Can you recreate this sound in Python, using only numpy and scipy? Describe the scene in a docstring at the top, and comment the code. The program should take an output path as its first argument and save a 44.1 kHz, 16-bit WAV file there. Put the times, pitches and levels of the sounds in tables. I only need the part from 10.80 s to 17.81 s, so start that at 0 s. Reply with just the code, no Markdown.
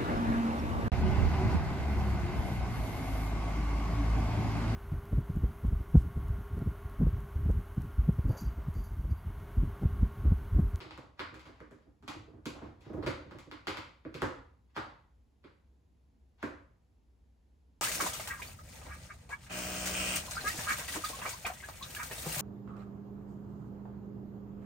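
"""In a hard tiled room, a cat stands against a hollow box and works its front claws into it.
Each claw drags over tiny catches, then plucks free: fibres crack and tick, and the surface snaps back.
The box's panels thump as decaying modes; the box rocks, judders over the floor and sways with a rumble.
A microphone pair across the room hears the echoes and tail of every hit, over a low hum and faint hiss."""
import sys
import numpy as np
from scipy import signal
from scipy.fft import rfft, irfft, next_fast_len
from scipy.io import wavfile

SR = 44100
rng = np.random.default_rng(int(sys.argv[2]) if len(sys.argv) > 2 else 0)


def generate_wav(signal):
    """Clip the signal to [-1, 1] and save it as 16-bit WAV at the path in sys.argv[1]."""
    frames = np.transpose(np.atleast_2d(signal))
    scaled = np.clip(frames, -1, 1) * 32767
    pcm = np.round(scaled).astype(np.int16)
    wavfile.write(sys.argv[1], SR, pcm)


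N = 309141  # length in samples

# Claws plucking free. Each row: time in seconds, snap in dB, crack in dB, tick in dB,
# thump of the box in dB before a small trim, shredding from 0 (one clean catch) to 1 (a long tear).
PLUCKS = [(0.002, -55.5, -53, -67, -52.5, 0.74), (0.107, -56, -55.5, -97, -61, 0.04),
          (0.175, -57.5, -62.5, -69, -51.5, 0), (0.392, -42, -46.5, -64, -47, 0.5),
          (0.541, -57, -63, -69, -56, 0.3), (0.593, -63, -62, -70.5, -74, 0.35),
          (0.654, -59.5, -64, -74.5, -59, 1), (0.802, -58, -78.5, -80.5, -53.5, 0),
          (0.909, -66.5, -77, -77.5, -55.5, 0.44), (1.224, -68, -74, -79.5, -57, 0.5),
          (1.277, -48, -47.5, -56, -47.5, 0.57), (1.655, -49.5, -47.5, -53, -40, 0.33),
          (2.006, -84, -71, -77, -65, 0.8), (2.225, -51.5, -59.5, -72.5, -42.5, 0.7),
          (2.262, -42.5, -44, -55.5, -33.5, 1), (2.509, -57, -64.5, -74.5, -52.5, 0.3),
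          (2.585, -61, -60, -66, -60.5, 0.22), (2.712, -52, -54.5, -66.5, -51.5, 0.2),
          (2.869, -40.5, -41.5, -52, -41, 0.6), (2.970, -47, -48.5, -59, -50, 0.12),
          (3.249, -57.5, -71, -89.5, -43, 0.1), (3.341, -53.5, -52, -62.5, -45, 0.46),
          (3.418, -37, -47.5, -54, -33.5, 0.1), (3.963, -40.5, -49, -61.5, -43, 0.57),
          (4.639, -64.5, -67.5, -97, -55.5, 0.76), (5.627, -42.5, -57, -62, -38, 0.15)]
# Colour of a dull knock on the box. Each row: frequency in Hz, relative level in dB.
KNOCK_COLOUR = [(100, -36), (400, 2), (600, 9), (750, 3.5), (950, 1.5), (1300, -1), (2000, -10.5),
                (5000, -38.5)]


def gain_of(db):
    """Decibels to amplitude."""
    return 10 ** (np.asarray(db) / 20)


def evened(x):
    """Scales to rms 1."""
    return x / np.sqrt(np.mean(x ** 2) + 1e-20)


def read(points, hz):
    """Reads a table on a logarithmic frequency axis."""
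    f, value = np.transpose(points)
    return np.interp(np.log(hz + 1), np.log(f + 1), value)


def add(mix, s, sound):
    """Adds a stereo sound at time s."""
    part = mix[:, max(round(s * SR), 0):][:, :sound.shape[1]]
    part += sound[:, :part.shape[1]]


def at_level(wet, db, size=1500):
    """Sets a hit's rms level over its first moments (size in samples)."""
    return gain_of(db) * wet / np.sqrt(np.mean(wet[:, :size] ** 2) + 1e-20)


def click(colour, size=2048):
    """The minimum-phase click: the most compact causal one with a given spectrum."""
    log_gain = np.log(gain_of(read(colour, abs(np.fft.fftfreq(size, 1 / SR)))))
    spectrum = np.exp(np.conj(signal.hilbert(log_gain)))
    return np.fft.ifft(spectrum).real[:size // 2]


def diffuse(pair):
    """Makes two unrelated signals as alike as two close microphones hear a room."""
    # Likeness of the channels. Each row: frequency in Hz, likeness from 0 to 1.
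    likeness = [(60, 0.93), (150, 0.9), (350, 0.5), (700, .25), (1400, 0.05), (3000, 0.5), (5500, 0.4),
                (7500, 0.9), (16000, 1)]
    a, b = rfft(pair)
    same = np.clip(read(likeness, np.fft.rfftfreq(pair.shape[1], 1 / SR)), -1, 1)
    common = np.sqrt((1 + same) / 2) * a
    apart = np.sqrt((1 - same) / 2) * b
    return irfft([common + apart, common - apart], pair.shape[1])


def room(build_s=0.0059, direct=1.0, size=20000):
    """Direct sound, first echoes, and a dense noise tail drawn afresh for each place."""
    # The tail. Each row: frequency in Hz, decay by 60 dB in seconds, relative level in dB.
    tail_bands = [(102.3, 0.3, 9), (330, 0.43, 9.5), (630, 0.53, 12), (1210, 0.46, 15), (2920, .47, 10.5),
                  (7000, 0.4, 10.5), (11150, .33, 7.5), (15040, 0.16, 8)]
    # Echoes from floor and cabinets. Each row: delay in seconds, strength, right microphone's lead in seconds.
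    echoes = [(.0053, -.45, .00005), (.0064, .75, .00002), (.0075, .45, .0001), (.0115, -.5, -.00005),
              (.0165, .5, .0001), (.0242, .3, -.0001)]
    hz, t, z = signal.stft(diffuse(rng.standard_normal((2, size))), SR, nperseg=512)
    t60, level_db = (read(np.array(tail_bands)[:, [0, k]], hz)[:, None] for k in (1, 2))
    z *= gain_of(level_db - 60 * t / t60)
    z *= np.sqrt(2 * np.log(1000) / t60 / SR)  # equal energy for any decay time
    build = 1 - np.exp(-(np.arange(size) / SR / build_s) ** 2)
    response = signal.istft(z, SR)[1][:, :size] * build
    low = signal.firwin(25, 6000, fs=SR)
    for delay, strength, lead in [(0.0014, direct, .00013)] + echoes:
        right = np.zeros(size)
        right[round(delay * SR) + len(low) // 2] = strength
        # below about 6 kHz the left microphone hears it later by the lead (sooner if negative)
        lag = np.roll(right, round(lead * SR)) - right
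        response += [right + np.convolve(lag, low, "same"), right]
    return response


def carry(sound, space):
    """Carries a short sound through the room to both microphones."""
    return signal.fftconvolve(sound[None], space, axes=1)


def cornered(space, early_s=0.02, tail_db=-6):
    """Close to floor and cabinets, the box's early echoes outweigh the room's tail in its thump."""
    t = np.arange(space.shape[1]) / SR
    return space * gain_of(tail_db / (1 + np.exp(-4 * (t / early_s - 1))))


def facing(space, shredding, clean_db=6.5, size=150):
    """A clean single catch aims more of its sound straight at the microphones than a long tear."""
    boost = gain_of(clean_db * np.clip(1 - shredding, 0, 1) ** 3)
    return space * np.where(np.arange(space.shape[1]) < size, boost, 1)


def background(air_db=-67, hum_hz=64, hum_width_hz=5, hum_db=-70.5):
    """Still room air as coloured noise, and a low hum as narrow noise that wavers about a steady level."""
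    # Colour of the air. Each row: frequency in Hz, relative level in dB.
    air_colour = [(15, -57), (25, -39.5), (43, -12), (64, -3.5), (134, -22.5), (166, -18), (190, -24.5),
                  (223, -18.5), (373, -28.5), (476, -28), (531, -33.5), (911, -34.5), (1230, -42),
                  (11000, -54.5), (14000, -60), (16000, -68.5)]
    hz = np.fft.rfftfreq(N, 1 / SR)
    air = irfft(rfft(diffuse(rng.standard_normal((2, N)))) * gain_of(read(air_colour, hz)), N)
    hum = irfft(rfft(rng.standard_normal(N)) / (1 + ((hz - hum_hz) / hum_width_hz) ** 2), N)
    return gain_of(air_db) * evened(air) + gain_of(hum_db) * evened(hum)


def rumble(shaking, settle_s=0.057, level_db=-59):
    """The whole box sways with a low rumble that swells whenever it is shaken and then settles."""
    # Colour of the swaying box. Each row: frequency in Hz, relative level in dB.
    rumble_colour = [(15, -44.5), (36, -12), (62, -3), (100, -0.5), (140, -8), (220, -21), (600, -67)]
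    keep = np.exp(-1 / (settle_s * SR))
    power = signal.lfilter([1 - keep], [1, -keep], (shaking ** 2).mean(0))
    sway = np.sqrt(power)
    colour_gain = gain_of(read(rumble_colour, np.fft.rfftfreq(N, 1 / SR)))
    noise = irfft(rfft(rng.standard_normal(N)) * colour_gain, N)
    return gain_of(level_db) * evened(sway) * evened(noise)


def box(push_s, soft_hz, spread_db=2, size=6000):
    """Panels ring after a push; a soft push spares the upper modes, and each hit stirs them differently."""
    # Modes of the box. Each row: frequency in Hz before a random detune, relative level in dB
    # before a random spread, decay by 60 dB in seconds.
    modes = [(88, -10, .1), (114, -9, .07), (155, -8, .07), (243, -3, .07), (300, 1, .1), (332, -5, .06),
             (386, -3, .08), (465, -4, .04), (530, -2.5, .04), (630, -6, .04)]
    t = np.arange(size) / SR
    hz, db, t60 = np.transpose(modes)[:, :, None]
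    luck, detune = rng.standard_normal((2, len(modes), 1))
    signs = (-1) ** np.arange(len(modes))[:, None]
    strength = signs * gain_of(db + spread_db * luck) / np.hypot(1, hz / soft_hz)
    decay = np.exp(-np.log(1000) * t / t60)
    ring = strength * decay * np.sin(2 * np.pi * hz * (1 + 0.045 * detune) * t)
    return ring.sum(0) * (1 - np.exp(-t / push_s))


def bumps(rows, places, thump_trim_db=1.0, knock_trim_db=-1):
    """The box rocks: each push gives a slow thump and a dull knock."""
    out = np.zeros((2, N))
    for k, (s, thump_db, knock_db) in enumerate(rows):
        here = places[k % len(places)]
        thump = carry(box(push_s=0.011, soft_hz=413), cornered(here))
        knock = carry(click(KNOCK_COLOUR), here)
        add(out, s, at_level(thump, thump_db + thump_trim_db))
        add(out, s, at_level(knock, knock_db + knock_trim_db))
    return out


def rub(force, colour, catches_per_s, spread_db):
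    """Friction: many tiny catches of uneven size under a force, heard through the room."""
    sizes = gain_of(spread_db * np.minimum(rng.exponential(1, N), 4)) * rng.choice([-1, 1], N)
    impulses = sizes * (rng.random(N) < catches_per_s / SR)
    catches = evened(signal.oaconvolve(impulses, click(colour))[:N])
    space = room()
    space = space / np.linalg.norm(space[0])
    return signal.oaconvolve((catches * force)[None], space, axes=1)[:, :N]


def slide(places, count=4, start_s=2.058, every_s=0.037, decay_s=0.027):
    """Pulled hard, the box sticks and slips over the tiles in even slips that grow as the pull builds."""
    # Colour of the box rubbing over the tiles. Each row: frequency in Hz, relative level in dB.
    judder_colour = [(45, -24), (88, 17.5), (115, 12), (152, 15.5), (190, -2), (270, 3.5), (400, 2.5),
                     (620, 7.5), (1000, -2.5), (1350, -14), (2000, -31.5), (6000, -58)]
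    full_db, first_db, pull_build_s = -43, -12, 0.048  # first_db: the first slip against full level
    thump_db, knock_db = 3, -9  # against the slip, before the trims in bumps
    t = np.arange(N) / SR
    after = every_s * np.arange(count)
    slips = list(zip(start_s + after, full_db + first_db * np.exp(-after / pull_build_s)))
    force = sum(gain_of(db) * np.exp(-abs(t - s) / decay_s) * (t > s) for s, db in slips)
    jolts = [(s, db + thump_db, db + knock_db) for s, db in slips]
    return rub(force, judder_colour, catches_per_s=1300, spread_db=4) + bumps(jolts, places)


def drags(dig_s=0.038, dig_db=-6, dig_curve=3.1):
    """A claw catches on many tiny fibres: in light scrapes, and ever harder just before each pluck."""
    # Light scrapes of claws, some leading into a pluck.
    # Each row: start in seconds, length in seconds, level in dB.
    scrapes = [(0, 0.15, -63), (.6, 0.19, -72), (0.763, 0.27, -77.5), (1.785, 0.089, -64),
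               (1.984, 0.11, -64), (2.455, 0.15, -68), (3.869, 0.037, -76), (5.573, 0.039, -67.5)]
    # Colour of a dragged claw. Each row: frequency in Hz, relative level in dB.
    scrape_colour = [(200, -19.5), (800, 14.5), (1400, 10), (3000, 6), (5000, 1), (8000, -15),
                     (16000, -21.5)]
    t = np.arange(N) / SR
    pressure = sum(gain_of(db) * np.sqrt(np.maximum(t - s, 0) / length) * (t < s + length)
                   for s, length, db in scrapes)
    for s, snap_db, *_ in PLUCKS:
        digging = (t > s - dig_s) & (t < s)
        # rises to dig_db against the snap that ends it
        pressure[digging] += gain_of(snap_db + dig_db) * abs(1 - (s - t[digging]) / dig_s) ** dig_curve
    return rub(pressure, scrape_colour, catches_per_s=420, spread_db=3.0)


def snap(tautness):
    """The released surface flicks back, at a higher pitch where it is tauter."""
    # Colour of the snap. 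Each row: frequency in Hz before the tautness factor, relative level in dB.
    snap_colour = [(300, -29.5), (720, -4.5), (860, 3), (1100, 1.5), (1400, 3.5), (1800, 1), (2200, -4.5),
                   (2800, -32), (6000, -58)]
    return click(np.array(snap_colour) * [tautness, 1])


def tear(colour, shredding, spaces, fibres_per_s=900, last_s=0.012, size=1500):
    """One fibre breaks, and smaller ones follow from a spot next to it."""
    t = np.arange(size) / SR
    first = signal.unit_impulse(size)
    later = rng.standard_normal(size) * (rng.random(size) < fibres_per_s / SR) * np.exp(-t / last_s)
    later *= shredding / (np.linalg.norm(later) + 1e-9)
    return carry(click(colour), carry(first, spaces[0]) + carry(later, spaces[1]))


def plucks(places, thump_trim_db=0.36, knock_db=-6, knock_follow=0.35, snap_lag_s=0.00047, scatter=0.15):
    """A claw comes free: fibres crack, the surface snaps back, the box rings; heavy thumps knock harder."""
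    # Colour of the fibres' crack. Each row: frequency in Hz, relative level in dB.
    crack_colour = [(300, -48.5), (1400, -10.5), (2100, 4.5), (2600, 2.5), (3400, 1), (4700, -1),
                    (6000, -18), (9000, -16.5), (16000, -54)]
    # Colour of the claw tip's tick. Each row: frequency in Hz, relative level in dB.
    tick_colour = [(1000, -29.5), (4000, -12.5), (6000, 8.5), (7800, 7.5), (10000, 2.5), (12500, -1.5),
                   (16000, -8.5)]
    out = np.zeros((2, N))
    for k, (s, snap_db, crack_db, tick_db, thump_db, shredding) in enumerate(PLUCKS):
        place, beside = places[k % len(places)], places[(k + 1) % len(places)]
        here = facing(place, shredding)
        tautness = 1 + scatter * rng.uniform(-1, 1)
        flick = carry(snap(tautness), facing(place, shredding / 2, clean_db=11))
        knock = carry(click(KNOCK_COLOUR), place)
        knock_level_db = snap_db + knock_db + knock_follow * (thump_db - snap_db)
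        thump = carry(box(push_s=0.0028, soft_hz=860), cornered(place))
        add(out, s, at_level(tear(crack_colour, shredding, (here, beside)), crack_db))
        add(out, s, at_level(tear(tick_colour, shredding, (here, beside)), tick_db))
        add(out, s + snap_lag_s, at_level(flick, snap_db))
        add(out, s + snap_lag_s, at_level(knock, knock_level_db))
        add(out, s, at_level(thump, thump_db + thump_trim_db))
    return out


def scene(count=14, pluck_sway_db=-12):
    """The cat's paws move around a set of places on the box; pushes sway it more than plucks do."""
    # Paws pushing the box. Each row: time in seconds, thump in dB and knock in dB before the trims in bumps.
    pushes = [(0.044, -55, -59), (0.228, -61.5, -61), (0.515, -57.5, -79), (0.682, -58.5, -61),
              (1.06, -63.5, -74), (1.345, -50.5, -64), (1.385, -59, -75), (1.472, -57, -68.5),
              (1.528, -55.5, -70.5), (1.572, -62.5, -68.5), (1.75, -57.5, -52.5), (1.815, -49, -52.5),
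              (1.838, -53, -58.5), (1.885, -64, -66.5), (2.455, -56, -71), (2.54, -52, -77),
              (2.665, -56, -78)]
    places = [room() for _ in range(count)]
    claws = plucks(places)
    rocking = bumps(pushes, places) + slide(places)
    swaying = rumble(rocking + gain_of(pluck_sway_db) * claws)
    return claws + rocking + swaying + drags() + background()


def record(dry, edge_hz=16000):
    """The recorder's channel balance and stereo widening, then its band limit."""
    # Balance. Each row: frequency in Hz, left minus right in dB.
    balance = [(60, 1), (200, -3), (320, -3.5), (650, -0.5), (1300, -0.4), (2400, .5), (4400, 3),
               (8000, 0.2), (16000, 0)]
    # The recorder's stereo widening turns the treble's phase in steps.
    # Each row: frequency in Hz, half turns by which left leads.
    treble_phase = [(0, 0), (7300, 0), (8500, -1), (9500, -1), (10400, -2), (11600, -2), (12600, -3),
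                    (13700, -3), (14600, -4), (16100, -4)]
    size = next_fast_len(N + SR)
    hz = np.fft.rfftfreq(size, 1 / SR)
    sides = np.array([[1], [-1]])  # each side takes half the difference
    half_turns = np.interp(hz, *np.transpose(treble_phase))
    widening = np.exp(sides * .5j * np.pi * half_turns)
    channels = gain_of(sides * read(balance, hz) / 2) * widening
    pair = irfft(rfft(dry, size) * channels, size)[:, :N]
    band_limit = signal.firwin(511, edge_hz, window=("kaiser", 9), fs=SR)
    return signal.oaconvolve(pair, band_limit[None], "same")


dry = scene()
out = record(dry)
generate_wav(out)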